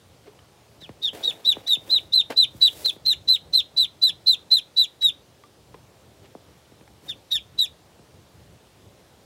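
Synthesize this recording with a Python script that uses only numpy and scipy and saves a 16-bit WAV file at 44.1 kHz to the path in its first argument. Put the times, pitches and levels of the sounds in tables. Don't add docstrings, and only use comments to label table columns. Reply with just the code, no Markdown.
import sys
import numpy as np
from scipy import signal
from scipy.fft import rfft, irfft
from scipy.io import wavfile
from scipy.ndimage import uniform_filter1d

SR = 44100
rng = np.random.default_rng(int(sys.argv[2]) if len(sys.argv) > 2 else 0)


def file_out(sig):
    cols = np.atleast_2d(sig).T
    lim = np.clip(cols, -1, 1)
    pcm = np.round(lim * 32767).astype(np.int16)
    wavfile.write(sys.argv[1], SR, pcm)


def magnitude_from_level(level_db):
    exponent = np.asarray(level_db, float) / 20
    return 10 ** exponent


N = 407925

# start_s, length_s, effort_db, crest_pitch_hz, crest_after_start_s
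PEEPS = [(.8, .064, -36.5, 3980, 0.011), (1.015, .081, -19.5, 3883, .016),
         (1.225, 0.09, -16.5, 3900, 0.028), (1.442, 0.093, -12, 3964, 0.04),
         (1.662, 0.098, -12.5, 3963, 0.023), (1.892, 0.097, -10.5, 4084, 0.037),
         (2.119, 0.1, -9, 4112, .04), (2.359, 0.092, -9, 4067, 0.036), (2.606, 0.083, -8.5, 3936, .052),
         (2.841, 0.067, -17, 4170, 0.0069), (3.048, 0.091, -11.5, 4152, 0.036),
         (3.272, 0.095, -9.5, 4076, 0.05), (3.525, 0.086, -8, 4153, 0.031), (3.762, 0.094, -8, 4036, 0.036),
         (4.012, .095, -9.5, 4047, .035), (4.259, 0.094, -7, 4105, 0.026),
         (4.503, 0.095, -6.5, 4080, 0.037), (4.76, 0.098, -8, 4003, .04), (5.007, 0.096, -12, 3898, 0.027),
         (7.076, .056, -25, 3696, .012), (7.304, .083, -18.5, 3837, 0.024),
         (7.576, 0.088, -11, 3976, 0.021)]
# beat_depth (0-1), windpipe_air_db, half_lines_db (re whistle), overtones_db,
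# pitch_before_drop_hz
VOICES = [(0.45, 2, -11, -77, 3550), (0.9, 4, -30, -57, 3230), (0.5, 6.5, -30.5, -52, 3470),
          (0.55, 1, -33, -45, 3460), (0.33, 2, -27.5, -44, 3480), (0.3, -28.5, -46.5, -48, 3620),
          (0.52, -20, -28.5, -47, 3570), (0.49, -1, -45, -44, 3520), (0.56, 7.5, -23, -45, 3620),
          (0.7, 7.5, -42, -45.5, 3510), (0.64, -6, -26.5, -42.5, 3560), (0.55, -1.5, -28, -43, 3580),
          (0.54, 1.5, -27, -43, 3550), (.3, 5, -33, -44, 3550), (0.3, 5, -27, -43.5, 3440),
          (0.3, 7.5, -34.5, -44.5, 3500), (0.3, 0, -28, -42.5, 3480), (0.41, 3.5, -39.5, -44, 3550),
          (0, -3.5, -31, -43.5, 3500), (0, -21, -22.5, -52.5, 3450), (0.52, 3, -22.5, -43.5, 3480),
          (0.5, -7, -28, -41.5, 3600)]
# time_s, onset_pitch_hz, full_effort_after_s, later_fade_db, final_drop_s
MOOD = [(.8, 3520, 0.052, -2, 0.024), (1.0, 3330, .034, -7, .007), (1.25, 3270, 0.039, -8, .011),
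        (1.7, 3394, 0.058, -10, .0105), (2.1, 3484, 0.039, -10.5, 0.012), (2.6, 4110, 0.024, -7, .011),
        (2.85, 4230, 0.01, -6.5, .011), (3.1, 3920, 0.033, -11.5, 0.0098), (4.5, 3886, .025, -18, 0.012),
        (4.759, 3870, 0.039, -17.5, 0.017), (5.0, 3920, 0.054, -11.5, .012), (7.1, 3680, 0.033, -7, 0.021),
        (7.3, 3700, 0.019, -5, 0.024), (7.6, 3780, 0.025, -15.5, .02)]
# multiple (of the pitch), level_db
OVERTONES = [(2, 1.5), (3, 1), (4, -8), (5, -17)]
# multiple (of the pitch), level_db
HALF_LINES = [(.5, -8), (1.5, 2.5), (2.5, -12), (3.5, -12)]
# frequency_hz, level_db
BEAK_ASIDE = [(2000, 0), (3400, 0), (4000, -10), (7000, -5)]
# delay_s, level_db
WALL_ECHOES = [(.0031, -1.5), (.0057, -15.5), (.0092, -12.5), (0.014, -15.5)]
# start_s, peak_db, spread_cycles (per e-fold of time), t60_s, tick_db
BUMPS = [(0.82, -39.5, 1.6, 0.051, -50), (0.892, -30.5, 1.8, 0.078, -42),
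         (1.131, -37.5, 1.7244, 0.084, -58), (1.461, -37, 1.8256, 0.057, -53),
         (1.568, -23.5, 2.08, 0.037, -53), (1.769, -37, 1.9, 0.089, -62), (2.546, -38, 1.34, 0.13, -65),
         (2.964, -35.5, 1.44, 0.036, -51), (6.351, -26.5, 1.91, 0.031, -59),
         (6.719, -43, 1.9356, 0.08, -55.5), (6.81, -41, 1.9047, 0.0642, -51.5),
         (7.993, -43, 1.596, 0.08, -58.5), (8.459, -57.5, 1.67, 0.0825, -59)]
# start_s, peak_db, ring_pitch_hz, t60_s, tick_db
TAPS = [(0.279, -44.5, 408, 0.064, -60), (0.39, -49, 2980, .02, -46), (1.28, -40.5, 494, 0.086, -51),
        (1.946, -32.5, 500, 0.01, -35), (2.311, -25, 503, 0.017, -35), (2.322, -53, 675, .03, -32.5),
        (2.303, -26.5, 670, 0.029, -41), (2.861, -43, 514, .04, -48), (5.437, -49, 1160, 0.073, -47),
        (5.743, -34.5, 1011, 0.013, -42.5), (5.746, -37, 453.3, .022, -47), (6.877, -50, 814, 0.0326, -48)]
# start_s, peak_db
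STEM_SNAP = (2.8615, -16.5)
# start_s, rise_s, fall_s, sole_drag_db, grit_hiss_db
SCUFFS = [
    (.255, 0.023, 0.017, -46.5, -82),
    (1.125, 0.0087, 0.39, -42, -52.5),
    (1.5, 0.063, 0.24, -48.5, -62),
    (1.78, 0.13, 0.18, -46.5, -54),
    (2.298, 0.0072, 0.042, -30.5, -49),
    (2.499, 0.07, .05, -58, -59),
    (2.56, 0.26, .15, -48.5, -47.5),
    (6.21, 0.049, 0.01596, -50.5, -77),
    (7.02, 0.047, 0.043, -50.5, -57),
]
# frequency_hz, t60_s
YARD_DECAY = [(300, 0.16), (2500, 0.093), (4000, 0.29), (8000, 0.089), (16000, .15)]
# frequency_hz, density_db (per Hz)
HUM_COLOUR = [(15, -41), (25, -42), (64, -4.5), (120, -1.5), (166, -8.5), (223, -11.5), (344, -10),
              (560, -11), (641, -13), (1560, -23), (2550, -24.5), (3520, -23), (7310, -29.5), (8590, -30.5),
              (16000, -37.5)]
# time_s, level_db
RUMBLE = [(0.0, -58.5), (0.82, -58.5), (0.93, -47.5), (0.95, -60), (1.34, -56), (1.39, -63.5), (1.59, -53),
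          (1.65, -67), (1.88, -55.5), (2.19, -64), (2.24, -54.5), (5.54, -65.5), (5.74, -57), (8.27, -59),
          (8.55, -54), (8.6, -60.5), (9.07, -56), (9.25, -59.5)]


def evened(x):
    return x / np.sqrt(np.mean(x ** 2) + 1e-20)


def read(points, hz):
    f, value = np.transpose(points)
    return np.interp(np.log(hz + 1), np.log(f + 1), value)


def add(mix, start_s, sound):
    part = mix[round(start_s * SR):][:len(sound)]
    part += sound[:len(part)]


def band(x, lo_hz, hi_hz, order=2):
    edges = [lo_hz, min(hi_hz, SR / 2 - 100)]
    return signal.sosfilt(signal.butter(order, edges, "band", fs=SR, output="sos"), x)


def hiss(size, lo_hz, hi_hz, order=2):
    return band(rng.standard_normal(size), lo_hz, hi_hz, order)


def wander(size, hz):
    return evened(hiss(size + 2000, hz / 4, hz)[2000:])


def breath(start_s, length, peak_db, crest_hz, crest_s, half_db, upper_db, knee_hz):
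    at, *mood = np.transpose(MOOD)
    onset_hz, peak_s, fade_db, drop_s = (np.interp(start_s, at, c) for c in mood)
    t = np.arange(0, length + 0.0041, 1 / SR)
    knee_s = length - drop_s
    drop = np.maximum(t - knee_s, 0) / drop_s

    climb = np.clip(1 - t / crest_s, 0, 1) ** 2.6
    sag = np.clip((t - crest_s) / (knee_s - crest_s), 0, 1) ** 1.8
    hz = crest_hz - (crest_hz - onset_hz) * climb - (crest_hz - knee_hz) * sag
    hz = hz - (knee_hz - 2460) * drop

    effort_db = peak_db - 17 * np.exp(-(t / 0.008) ** 2) - 16.5 * np.clip(1 - t / peak_s, 0, 1)
    effort_db = effort_db + fade_db * np.clip((t - peak_s) / (knee_s - peak_s), 0, 1) - 21 * drop

    half_db = half_db - 2.53 * np.maximum(effort_db + 23.5, 0)
    upper_db = upper_db - 33.5 * np.exp(-(t / 0.016) ** 2) - 1 * (t / knee_s - 0.5) - 21.5 * drop
    slope_db = -0.9 + 0.99 * min(peak_db + 21, 0)
    return t, slope_db, (effort_db, hz, half_db, upper_db)


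def membranes(t, hz, depth):
    size = len(t)
    shake = 0.004 + 0.008 * np.exp(-(t / 0.025) ** 2)
    turn = 2 * np.pi * np.cumsum(hz * (1 + shake * wander(size, 260))) / SR
    depth = np.clip(depth, 0, 1)
    apart_hz, lag = rng.uniform([65, 0], [120, 2 * np.pi])
    apart = lag + 2 * np.pi * np.cumsum(apart_hz * (1 + 0.5 * wander(size, 40))) / SR
    beat = (np.sin(turn) + depth * np.sin(turn - apart)) / np.sqrt(1 + depth ** 2)
    return turn, beat


def overtones(turn, hz, upper_db, slope_db, air_db, early):
    size = len(turn)
    flutter = magnitude_from_level(air_db) * (0.14 + 0.25 * early) * wander(size, 530)
    total = np.zeros(size)
    for k, db in OVERTONES:
        level_db = db + upper_db + slope_db * (k - 2.5)
        level_db = level_db + 2.4 * wander(size, 198.6) + 3.0 * wander(size, 30)
        blur = 0.07 * k * magnitude_from_level(air_db) * wander(size, 350)
        audible = np.clip((16000 - k * hz) / 300, 0, 1)
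        total += magnitude_from_level(level_db) * (1 + flutter) * np.sin(k * turn + blur) * audible
    return total


def half_lines(turn, level_db, slope_db, early):
    size = len(turn)
    total = np.zeros(size)
    for k, db in HALF_LINES:
        line_db = db + level_db + slope_db * (k - 0.5) + 6.7 * wander(size, 40)
        rough = 1 + 1.1 * (0.21 + early) * wander(size, 300)
        total += magnitude_from_level(line_db) * rough * np.sin(k * turn)
    return total


def rasp(t, effort_db, upper_db, half_level_db, early):
    size = len(t)
    unlocked = np.exp(-((t - 0.016) / 0.0077) ** 2)
    air = evened(hiss(size, 3300, 5100)) + 0.3 * evened(hiss(size, 5000, 15000, order=1))
    leak = (magnitude_from_level(0.448 * effort_db - 30) * unlocked + magnitude_from_level(upper_db - 11.5) * early) * air
    haze = evened(hiss(size, 4300, 6800) + 0.35 * hiss(size, 6800, 15500))
    return leak + magnitude_from_level(half_level_db - 4.5) * (0.28 + early) * haze


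def peep(start_s, length, peak_db, crest_hz, crest_s, depth, air_db, *colour):
    t, slope_db, columns = breath(start_s, length, peak_db, crest_hz, crest_s, *colour)
    effort_db, hz, half_db, upper_db = (uniform_filter1d(c, size=90) for c in columns)
    effort_db = effort_db - 0.35 * np.maximum(effort_db + 17, 0)
    slope_db = slope_db - np.clip((3400 - hz) / 60, 0, 12)
    half_level_db = effort_db + half_db
    early = np.clip(1 - t / 0.056, 0, 1)

    turn, beat = membranes(t, hz, depth)
    whistle = magnitude_from_level(effort_db + 2.5) * beat
    windpipe_db = effort_db + air_db - 31.5 + 17.4 * early
    windpipe = magnitude_from_level(windpipe_db) * evened(hiss(len(t), 3775, 4500, order=4))
    voice = whistle + windpipe
    voice = voice + overtones(turn, hz, upper_db, slope_db, air_db, early)
    voice = voice + half_lines(turn, half_level_db, slope_db, early)
    voice = voice + rasp(t, effort_db, upper_db, half_level_db, early)
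    return start_s, voice * signal.windows.tukey(len(t), 0.07)


def aside(x):
    hz = np.fft.rfftfreq(len(x), 1 / SR)
    return irfft(rfft(x) * magnitude_from_level(read(BEAK_ASIDE, hz)), len(x))


def tub(x):
    age = np.arange(4000) / SR
    walls = magnitude_from_level(-35 - 60 * age / 0.12) * rng.standard_normal(len(age)) * (age > 0.004)
    shifts = rng.uniform(0.85, 1.15, len(WALL_ECHOES))
    for (delay_s, db), shift in zip(WALL_ECHOES, shifts):
        walls[round(delay_s * shift * SR)] += magnitude_from_level(db)
    direct = age == 0
    return signal.fftconvolve(x, aside(walls) + direct)


def tick(t, db):
    return magnitude_from_level(db - 60 * t / 0.02) * evened(hiss(len(t), 790, 2600))


def bump(start_s, db, spread, t60, tick_db):
    t = np.arange(6600) / SR
    wave = np.sin(2 * np.pi * spread * np.log(1 + t / 0.0012)) * (1 - np.exp(-t / 0.0015))
    fade_db = db + 1 - 60 * t / np.clip(t60, 0.01, 0.3)
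    return start_s, magnitude_from_level(fade_db) * wave + tick(t, tick_db)


def tap(start_s, db, hz, t60, tick_db):
    t = np.arange(4400) / SR
    rising_hz = hz * (1 + 0.041 * t / 0.027)
    ring = np.sin(2 * np.pi * np.cumsum(rising_hz) / SR) * (1 - np.exp(-t / 0.00075))
    fade_db = db + 6 - 60 * t / np.clip(t60, 0.005, 0.3)
    return start_s, magnitude_from_level(fade_db) * ring + tick(t, tick_db)


def snap(start_s, db):
    t = np.arange(300) / SR
    burst = rng.standard_normal(len(t)) * 0.3836 + (t == 0) * 3
    return start_s, magnitude_from_level(db) * band(np.exp(-t / 0.0003715) * burst, 901, 12000, order=1)


def scuff(start_s, rise, fall, drag_db, grit_db):
    t = np.arange(0, rise + fall, 1 / SR)
    off = np.maximum(1 - t / rise, (t - rise) / fall) ** 1.07
    uneven_db = 1.2 * wander(len(t), 250) + 1.3 * wander(len(t), 40)
    slips = rng.standard_normal((2, len(t))) * magnitude_from_level(uneven_db)
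    sole = evened(band(slips[0], 255, 788, order=3) + 0.22 * band(slips[0], 865, 3540))
    drag = magnitude_from_level(drag_db - 15.5 * off) * sole
    grit = magnitude_from_level(grit_db + 2.5 - 17.5 * off) * evened(band(slips[1], 2200, 16000, order=1))
    return start_s, (drag + grit) * signal.windows.tukey(len(t), 0.04)


def yard(x):
    taps = np.zeros(SR)
    at = np.arange(300, SR - 20, 20)
    taps[at + rng.integers(0, 20, len(at))] = rng.choice([-1., 1.], len(at))
    hz, t, z = signal.stft(taps, SR, nperseg=256)
    decay = magnitude_from_level(-60 * t / read(YARD_DECAY, hz)[:, None])
    tail = signal.istft(z * decay, SR, nperseg=256)[1]
    return signal.fftconvolve(x, tail / np.linalg.norm(tail))[:N]


def traffic():
    frames, hz = N // 256 + 5, np.fft.rfftfreq(1024, 1 / SR)
    a, b, patches = rng.standard_normal((frames, 513, 3)).T
    patches = uniform_filter1d(patches, 12, 0)
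    patches = evened(uniform_filter1d(patches, 14, 1))
    patch_db = read([(120, 2.5), (600, 1.1)], hz)[:, None] * patches
    s, db = np.transpose(RUMBLE)
    swell_db = np.interp(np.arange(frames) * 256 / SR, s, db - db.mean())
    share = read([(130, 0.89), (250, 0.2), (4000, 0.083)], hz)[:, None]
    z = (a + 1j * b) * magnitude_from_level(read(HUM_COLOUR, hz)[:, None] + patch_db + share * swell_db)
    hum = signal.istft(z, nperseg=1024, noverlap=768)[1][:N]
    return magnitude_from_level(-53.5) * evened(hum)


def scene():
    bird, near = np.zeros(N), np.zeros(N)
    for row, voice in zip(PEEPS, VOICES):
        start_s, sound = peep(*row, *voice)
        add(bird, start_s, tub(sound))
    for row in BUMPS:
        add(near, *bump(*row))
    for row in TAPS:
        add(near, *tap(*row))
    add(near, *snap(*STEM_SNAP))
    for row in SCUFFS:
        add(near, *scuff(*row))
    reverb = yard(magnitude_from_level(-21.5) * aside(bird) + magnitude_from_level(-14) * near)
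    return (bird + near + reverb + traffic())[None]


def top_cut(x):
    return signal.sosfilt(signal.butter(12, 16510, fs=SR, output="sos"), x)


def record(dry):
    heard = signal.sosfilt(signal.butter(6, 52, "high", fs=SR, output="sos"), dry)
    edge = signal.firwin(511, 15900, window=("kaiser", 9), fs=SR)[None]
    mix = signal.oaconvolve(heard, edge, "same")
    return top_cut(mix)


dry = scene()
out = record(dry)
file_out(out)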